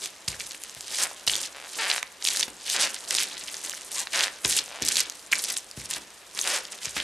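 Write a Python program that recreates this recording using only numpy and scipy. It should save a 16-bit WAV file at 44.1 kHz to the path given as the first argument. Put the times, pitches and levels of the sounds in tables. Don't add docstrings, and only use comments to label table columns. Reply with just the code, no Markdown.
import sys
import numpy as np
from scipy import signal
from scipy.fft import rfft, irfft, next_fast_len
from scipy.io import wavfile
from scipy.ndimage import uniform_filter1d, map_coordinates

SR = 44100
rng = np.random.default_rng(int(sys.argv[2]) if len(sys.argv) > 2 else 0)


def wav_record(signal):
    frames = np.transpose(np.atleast_2d(signal))
    bounded = np.clip(frames, -1, 1)
    quanta = np.round(bounded * 32767).astype(np.int16)
    wavfile.write(sys.argv[1], SR, quanta)


N = 310023


def amp(db):
    return 10 ** (np.asarray(db) / 20)


def unit(x):
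    return x / np.sqrt(np.mean(x ** 2) + 1e-20)


def along(points, hz):
    f, v = np.transpose(points)
    return np.interp(np.log(hz + 1), np.log(f + 1), v)


def filtered(x, response):
    m = next_fast_len(N + SR // 2)
    hz = np.fft.rfftfreq(m, 1 / SR)
    return irfft(rfft(x, m) * response(hz), m)[..., :N]


def resonant(modes):
    def response(f):
        total = 0
        for k, (center, width, db) in enumerate(modes):
            damping = 1j * f * width
            total = total + (-1) ** k * amp(db) * damping / (center * center - f * f + damping)
        return total
    return response


def wobble(rate):
    knots = rng.standard_normal(int(N * rate / SR) + 4)
    return map_coordinates(knots, [np.arange(N) * rate / SR])


def noise(spectrum, apart):
    def response(hz):
        return amp(along(spectrum, hz)) * [1 + 0 * hz, apart * hz / (hz + 400)]
    mid, side = filtered(rng.standard_normal((2, N)), response)
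    return unit(np.array([mid + side, mid - side]))


def grains(s, db, hz, pan_db, cycles, size):
    samples = np.arange(size)
    turns = samples / SR * np.minimum(hz, SR / 3)[:, None]
    decay = amp(db[:, None] - 20 * turns / np.reshape(cycles, (-1, 1)))
    swell = 1 - np.exp(-turns / 0.24)
    wave = decay * swell * np.sin(2 * np.pi * turns)
    at = (np.round(s * SR).astype(int)[:, None] + samples).ravel()
    sides = []
    for side in (1, -1):
        panned = wave * amp(side * pan_db / 2)[:, None]
        sides.append(np.bincount(at, panned.ravel(), N + SR)[:N])
    return np.array(sides)


def squash():
    # (time [s], 20 dB rise before it [s], hold [s],
    # crackle level at first [dB], at last [dB], treble [dB, offset added in mash])
    treads = [(0.278, 0.0012, 0.11, -33, -48, -5), (0.393, .005, 0.16, -39, -43, -4.5),
              (0.605, .01, 0.27, -45.5, -57, -1.5), (1.267, 0.0015, 0.19, -27.5, -33.5, -6.5),
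              (2.244, 0.033, 0.18, -33, -30.5, -1), (2.932, 0.0052, 0.0055, -133, -43.5, 21),
              (3.1, 0.036, 0.12, -29.5, -25, -5.5), (3.262, 0.024, 0.32, -40.5, -38.5, -7.5),
              (3.637, 0.071, 0.24, -36.5, -47, -3), (4.449, 0.02, 0.13, -30, -24.5, -2),
              (4.819, 0.0035, 0.19, -32, -25, -5.5), (5.315, 0.0018, 0.22, -33.5, -33.5, -2.5),
              (5.567, 0.0083, 0.024, -34, -43.5, 4), (5.768, 0.0063, 0.093, -43.5, -42, -3),
              (5.908, 0.025, 0.055, -31.5, -33.5, -6), (6.386, 0.059, 0.1, -33.5, -35, 1.5),
              (6.721, .01, 0.072, -37.5, -52.5, -5), (6.819, 0.025, 0.075, -37.5, -35.5, -3),
              (6.981, 0.053, 0.052, -27, -37.5, -9.5)]
    # (time of full pull [s], 20 dB swell before it [s], hold [s],
    # crackle level [dB], treble [dB, offset added in mash])
    peels = [(0.045, 0.086, 0.011, -32.5, -4), (1.003, 0.17, 0.035, -25.5, -3.5),
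             (1.793, 0.18, 0.19, -33, -4.5), (2.705, 0.11, 0.062, -26, -11),
             (2.805, 0.025, 0.042, -20, -13), (3.938, 0.057, 0.076, -30.5, -3),
             (4.134, 0.02, 0.108, -26, -6), (6.51, 0.065, 0.064, -27, -6.5)]
    stop_s, let_go_s = 0.041, 0.037
    settle_db, settle_db_per_s, settle_treble_db = -17, 37, -5
    rest_db, rest_treble_db = -58.5, 2.5

    t = np.arange(N) / SR
    moves = [(s, rise, hold, stop_s, first, last, treble, False)
             for s, rise, hold, first, last, treble in treads]
    moves += [(s, swell, hold, let_go_s, db, db, treble, True)
              for s, swell, hold, db, treble in peels]
    power = amp(2 * rest_db) * np.ones(N)
    treble_power = rest_treble_db * power
    peel_power = np.zeros(N)
    for s, rise, hold, fall, first, last, treble, is_peel in moves:
        end = s + hold
        press_db = np.interp(t, [s - 4 * rise, s, end, end + 4 * fall],
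                             [first - 80, first, last, last - 80])
        press = amp(2 * press_db)
        settle = (t > end) * amp(2 * (last + settle_db - settle_db_per_s * (t - end).clip(0)))
        power += press + settle
        treble_power += treble * press + settle_treble_db * settle
        peel_power += is_peel * press
    return 10 * np.log10(power), treble_power / power, peel_power / power


def mash():
    crumb_colour = [(700, -12), (1100, -10), (1600, -0.5), (2500, 1), (4500, 2), (9000, 6.5), (11000, 2),
                    (13600, -8.5)]
    mush_colour = [(71, -44), (120, -13), (206, -4), (403, 1), (837, -0.5), (2000, -4), (2600, -51),
                   (4400, -120)]

    crackle_db, treble_db, peeling = squash()
    lulls = 0.8 * wobble(60)
    clumps = (lulls + 1.0 * wobble(250)).clip(-3, 1.9)
    colour = 0.3 * wobble(45)

    count = 24000
    when_s = rng.random(count) * (N - 1) / SR
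    at = (when_s * SR).astype(int)
    size = rng.exponential(1, count)
    tone, pan, life = rng.standard_normal((3, count))
    spread_db = 4.8 - 2.2 * peeling[at]
    grain_db = spread_db * size.clip(0, 4.6) + 2.48 * tone + 1.5 * clumps[at]
    grain_hz = 5000 * np.exp(0.44 * tone + colour[at])
    cycles = 1.66 * np.exp(0.5 * life)
    crackle = grains(when_s, grain_db, grain_hz, 3.1 * pan - .6, cycles, size=96)
    crackle = unit(filtered(crackle, lambda hz: amp(along(crumb_colour, hz))))
    slow_power = uniform_filter1d(np.mean(crackle ** 2, 0), size=SR // 16)
    crackle /= np.sqrt(np.abs(slow_power) + 0.04)
    hiss = noise(crumb_colour + [(16000, -60)], apart=0.26)
    crackle += amp(-9.5 + 4.36 * clumps) * hiss

    treble = filtered(crackle, lambda hz: 1 / (1 + (6500 / (hz + 1)) ** 4))
    low = filtered(crackle, lambda hz: 1 / (1 + (hz / 2600) ** 4))
    crackle -= 0.6 * peeling * low
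    crackle += (amp(5.0 + treble_db) - 1) * treble

    lumps_db = 3 * wobble(40).clip(-3, 1.5)
    rustle_db = -31.0 + lumps_db + 0.57 * crackle_db
    rustle = amp(rustle_db) * noise(mush_colour, apart=0.16)
    return amp(crackle_db) * crackle + rustle


def snaps():
    # (time [s], level [dB], pitch [Hz], burst length [ms])
    snap_table = [(0.0587, -11, 6900, 0.6), (0.2792, -9, 5700, 3.1), (0.2848, -7, 5600, 0.4),
                  (0.3994, -16, 5800, 0.7), (0.4083, -19, 4000, 1.5), (0.519, -15, 6400, 0.3),
                  (0.5473, -23, 2600, 0.4), (0.6369, -12, 8000, 0.6), (0.6962, -20, 5700, 0.3),
                  (0.749, -18, 8000, 0.3), (0.8085, -15, 6900, 0.4), (0.8814, -15, 6400, 0.3),
                  (1.2757, -8, 3500, 2.7), (1.2798, -7, 4600, 3.2), (1.297, -9, 3100, 1.2),
                  (1.3547, -6, 5400, 0.7), (1.3633, -13, 8200, 2.8), (1.9, -8, 3900, 1.7),
                  (1.9134, -8, 3900, 3.0), (2.0287, -12, 7000, 0.3), (2.0291, -9, 1900, 0.3),
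                  (2.2245, -16, 4300, 1.0), (2.2509, -6, 4600, 0.5), (2.2632, -12, 3700, 1.3),
                  (2.2726, -7, 5000, 1.9), (2.2863, -7, 5000, 2.5), (2.3049, -9, 7400, 0.4),
                  (2.3715, -7, 5600, 0.4), (2.3959, -4, 6700, 0.3), (2.409, -5, 6200, 0.4),
                  (2.4286, -6, 4000, 1.6), (2.4333, -6, 4900, 0.4), (2.6991, -8, 6700, 1.9),
                  (2.764, -6, 4700, 0.3), (2.9443, -14, 5900, 1.1), (3.1079, -7, 7000, 1.2),
                  (3.1503, -6, 5000, 1.7), (3.1846, -7, 3700, 1.0), (3.2305, -9, 8100, 3.6),
                  (3.5432, -15, 4600, 0.5), (3.6965, -9, 6900, 0.3), (4.0715, -12, 3000, 0.5),
                  (4.2078, -5, 4000, 0.6), (4.2362, -8, 4200, 0.6), (4.2387, -7, 4200, 0.8),
                  (4.4482, -6, 5200, 2.4), (4.5889, -7, 4600, 3.6), (4.8226, -6, 6400, 0.6),
                  (4.8508, -8, 7500, 0.7), (4.8846, -4, 6500, 4), (4.9569, -5, 5500, 0.7),
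                  (4.9685, -4, 6800, 2.5), (5.0034, -6, 6100, 3.5), (5.0987, -10, 6500, 0.3),
                  (5.3199, -7, 5600, 0.4), (5.4395, -7, 8000, 0.9), (5.5027, -7, 7300, 0.6),
                  (5.5675, -11, 4500, 1.0), (5.7129, -20, 7100, 0.7), (5.9108, -7, 8200, 0.4),
                  (6.3904, -7, 4200, 0.3), (6.442, -14, 5000, 0.5), (6.4751, -4, 5700, 0.6),
                  (6.6522, -18, 5000, 0.5), (6.8566, -8, 6100, 0.3), (6.9663, -19, 2400, 3.4)]
    full_burst_ms = 2.5
    crest_db = 9.5

    s, db, hz, ms = np.transpose(snap_table)[..., None]
    ms = ms.clip(.1, 8)
    late, tone, size, pan = rng.random((len(s), 4, 10)).transpose(1, 0, 2)
    splinter = np.arange(10) > 0
    when_s = s + ms / 1000 * 1.3 * late * splinter
    short_loss_db = 13 * np.log10(full_burst_ms / ms).clip(0)
    level_db = db + crest_db - splinter * (5.9 + 4.7 * size + 0.56 * late + short_loss_db)
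    pitch_hz = hz * np.exp(1.11 * (tone - .45) * splinter)
    cycles = np.where(splinter, 2.8, 1.3 + 0.052 * ms)
    pan_db = 12.3 * (pan - .55)
    burst = grains(when_s.ravel(), level_db.ravel(), pitch_hz.ravel(), pan_db.ravel(),
                   cycles.ravel(), size=256)

    def small_and_soft(hz):
        return (1j * hz / (1400 + 1j * hz)) ** 2 / (1 + 1j * hz / 9000)
    return filtered(burst, small_and_soft)


def thuds():
    # (time [s], push on tiles [dB], push on floor below [dB], sole slap [dB])
    thud_table = [(0.279, -16, -17.5, -33), (0.764, -28.5, -32, -32), (1.275, -12.5, -23, -19),
                  (2.48, -9.5, -39, -25), (4.451, -5, -16.5, -17), (4.819, -2.5, -18.5, -27),
                  (5.32, -16, -33, -31), (5.774, -10, -17, -31), (5.966, -9.5, -33, -21.5),
                  (6.869, -21, -24.5, -43), (6.965, -12, -26, -17.5)]
    # (frequency [Hz], width [Hz], gain [dB])
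    floor_modes = [(61.7, 10.6, 5), (131, 48, 6.5), (174, 18, -14.5), (207, 79, -6), (420, 840, -6.5)]
    push_s, settle_t60_s = 0.00065, 0.27
    slap_t60_s, slap_hz = 0.049, 2450

    knock, boom, slap = np.zeros((3, N + SR))
    t = np.arange(SR // 8) / SR
    u = t / push_s
    push = u * np.exp(-u)
    for s, knock_db, boom_db, slap_db in thud_table:
        settling = amp(-60 * t / settle_t60_s) * rng.standard_normal(len(t))
        at = slice(round(s * SR), round(s * SR) + len(t))
        knock[at] += amp(knock_db) * (push + 0.29 * settling)
        boom[at] += amp(boom_db) * (push + 0.25 * settling)
        slap[at] += amp(slap_db - 60 * t / slap_t60_s) * rng.standard_normal(len(t))
    rung = filtered(knock[:N], resonant(floor_modes[2:])) + filtered(boom[:N], resonant(floor_modes[:2]))
    low = filtered(rung, lambda hz: 1 / (1 + 1j * hz / 400) ** 2)
    return low + filtered(slap[:N], lambda hz: 1j * hz / (300 + 1j * hz) / (1 + 1j * hz / slap_hz))


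def creaks():
    creak_rates = [
        [(.9857, 186), (1.015, 286), (1.0702, 123)],
        [(1.5478, 131), (1.585, 149), (1.607, 57), (1.65, 177), (1.6722, 52)],
        [(1.7869, 448), (1.816, 450), (1.838, 195), (1.858, 185), (1.885, 252), (1.946, 76), (1.9806, 48)],
        [(2.7434, 488), (2.777, 138), (2.84, 312), (2.8751, 110)],
        [(3.963, 960), (3.984, 1215), (4.002, 840), (4.01, 790), (4.027, 1090)],
        [(4.1359, 299), (4.155, 353), (4.18, 190), (4.2831, 84)],
        [(4.6809, 49), (4.764, 242), (4.782, 44), (4.819, 204)],
        [(6.4515, 190), (6.49, 165), (6.505, 230), (6.522, 430), (6.537, 630), (6.565, 400), (6.572, 200),
         (6.5856, 130)],
    ]
    creak_levels = [1, -8.5, 5, 3, -8, 5, -7.5, 2.5]
    hollow_levels = [2, 4, -0.5, 1.5, 3, -0.5, 6.5, 2]
    boot_modes = [(640, 330, -1), (1570, 620, 3.5), (2600, 1600, 2), (3940, 450, 2.5), (4800, 730, -2)]

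    slips, hollow = np.zeros((2, N))
    for rows, creak_db, hollow_db in zip(creak_rates, creak_levels, hollow_levels):
        s, rate = np.transpose(rows)
        t = np.arange(s[0], s[-1], 1 / SR)
        slips_done = np.cumsum(np.interp(t, s, rate)) / SR
        when_s = np.interp(np.arange(int(slips_done[-1] + .1) + 1), slips_done, t)
        stick_s = np.gradient(when_s)
        scatter, jitter = rng.standard_normal((2, len(when_s)))
        when_s = when_s - .0004 + (.00003 + .015 * stick_s.clip(0, .004)) * jitter
        strength = amp(creak_db + 1.6 * scatter) * (stick_s.clip(0, .012) / 0.013) ** 0.28
        slips[np.round(when_s * SR).astype(int)] = -strength
        hollow[round(s[0] * SR) - 99:] = amp(hollow_db) - 1
    rung = filtered(slips, resonant(boot_modes)) + filtered(slips * hollow, resonant(boot_modes[:1]))

    def rubber(hz):
        return 1j * hz / (600 + 1j * hz) / (1 + 1j * hz / 5500) ** 2
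    return filtered(rung, rubber)


def smacks():
    # (time [s], level [dB], pitch [Hz], length [ms])
    smack_table = [(1.1135, -27, 750, 1.8), (3.7355, -24, 1600, 1.5), (5.3272, -9, 2300, 2.4),
                   (5.331, -9, 2300, 4.8)]
    out = np.zeros(N)
    for s, db, hz, ms in smack_table:
        u = np.linspace(0, 1, round(ms * SR / 1000))
        waver = .12 * np.interp(u, np.linspace(0, 1, 10), rng.standard_normal(10))
        pitch_hz = hz * (1.25 - u / 2 + waver)
        cycles = np.sin(2 * np.pi * np.cumsum(pitch_hz) / SR)
        rough = cycles + .25 * rng.standard_normal(len(u))
        envelope = np.sqrt(np.sin(np.pi * np.sqrt(u)).clip(0))
        out[round(s * SR):][:len(u)] = amp(db) * envelope * rough
    return filtered(out, lambda hz: (1j * hz / (400 + 1j * hz)) ** 2)


def air():
    air_colour = [(24, -43), (40, 11.5), (129, -1), (540, 7), (1470, 5.5), (3210, 4.5), (9140, -3.5),
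                  (13500, -10.5)]
    return amp(-51 + 0.17 * wobble(14)) * noise(air_colour, apart=0.4)


def kitchen(x):
    decay_times = [(150, 0.54), (1500, 0.39), (10000, 0.027)]  # (frequency [Hz], T60 [s])
    hz, t, z = signal.stft(rng.standard_normal((2, SR // 2)), SR, nperseg=256)
    z[1] *= 0.49 * (hz / (hz + 500))[:, None]
    decay = amp(-60 * t / along(decay_times, hz)[:, None])
    mid, side = signal.istft(z * decay, SR, nperseg=256)[1]
    tail = np.array([mid + side, mid - side]) / np.linalg.norm(mid)
    delayed = np.pad(x, (120, 0))
    return signal.fftconvolve(delayed[None], tail, axes=1)[:, :N]


def scene():
    left_lean = amp([[.4], [-.4]])
    near = mash() + left_lean * (creaks() + thuds())
    cracks = snaps() + smacks()
    room = amp(-12.5) * kitchen((near + cracks / 2).mean(0))
    return near + cracks + room + air()


def record(dry):
    top_hz = 13650
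    small = filtered(dry, lambda hz: (1j * hz / (45 + 1j * hz)) ** 2)
    rounded = small / (1 + np.abs(small / .62) ** 3) ** (1 / 3)
    return filtered(rounded, lambda hz: 1 / (1 + (hz / top_hz) ** 90))


dry = scene()
out = record(dry)
wav_record(out)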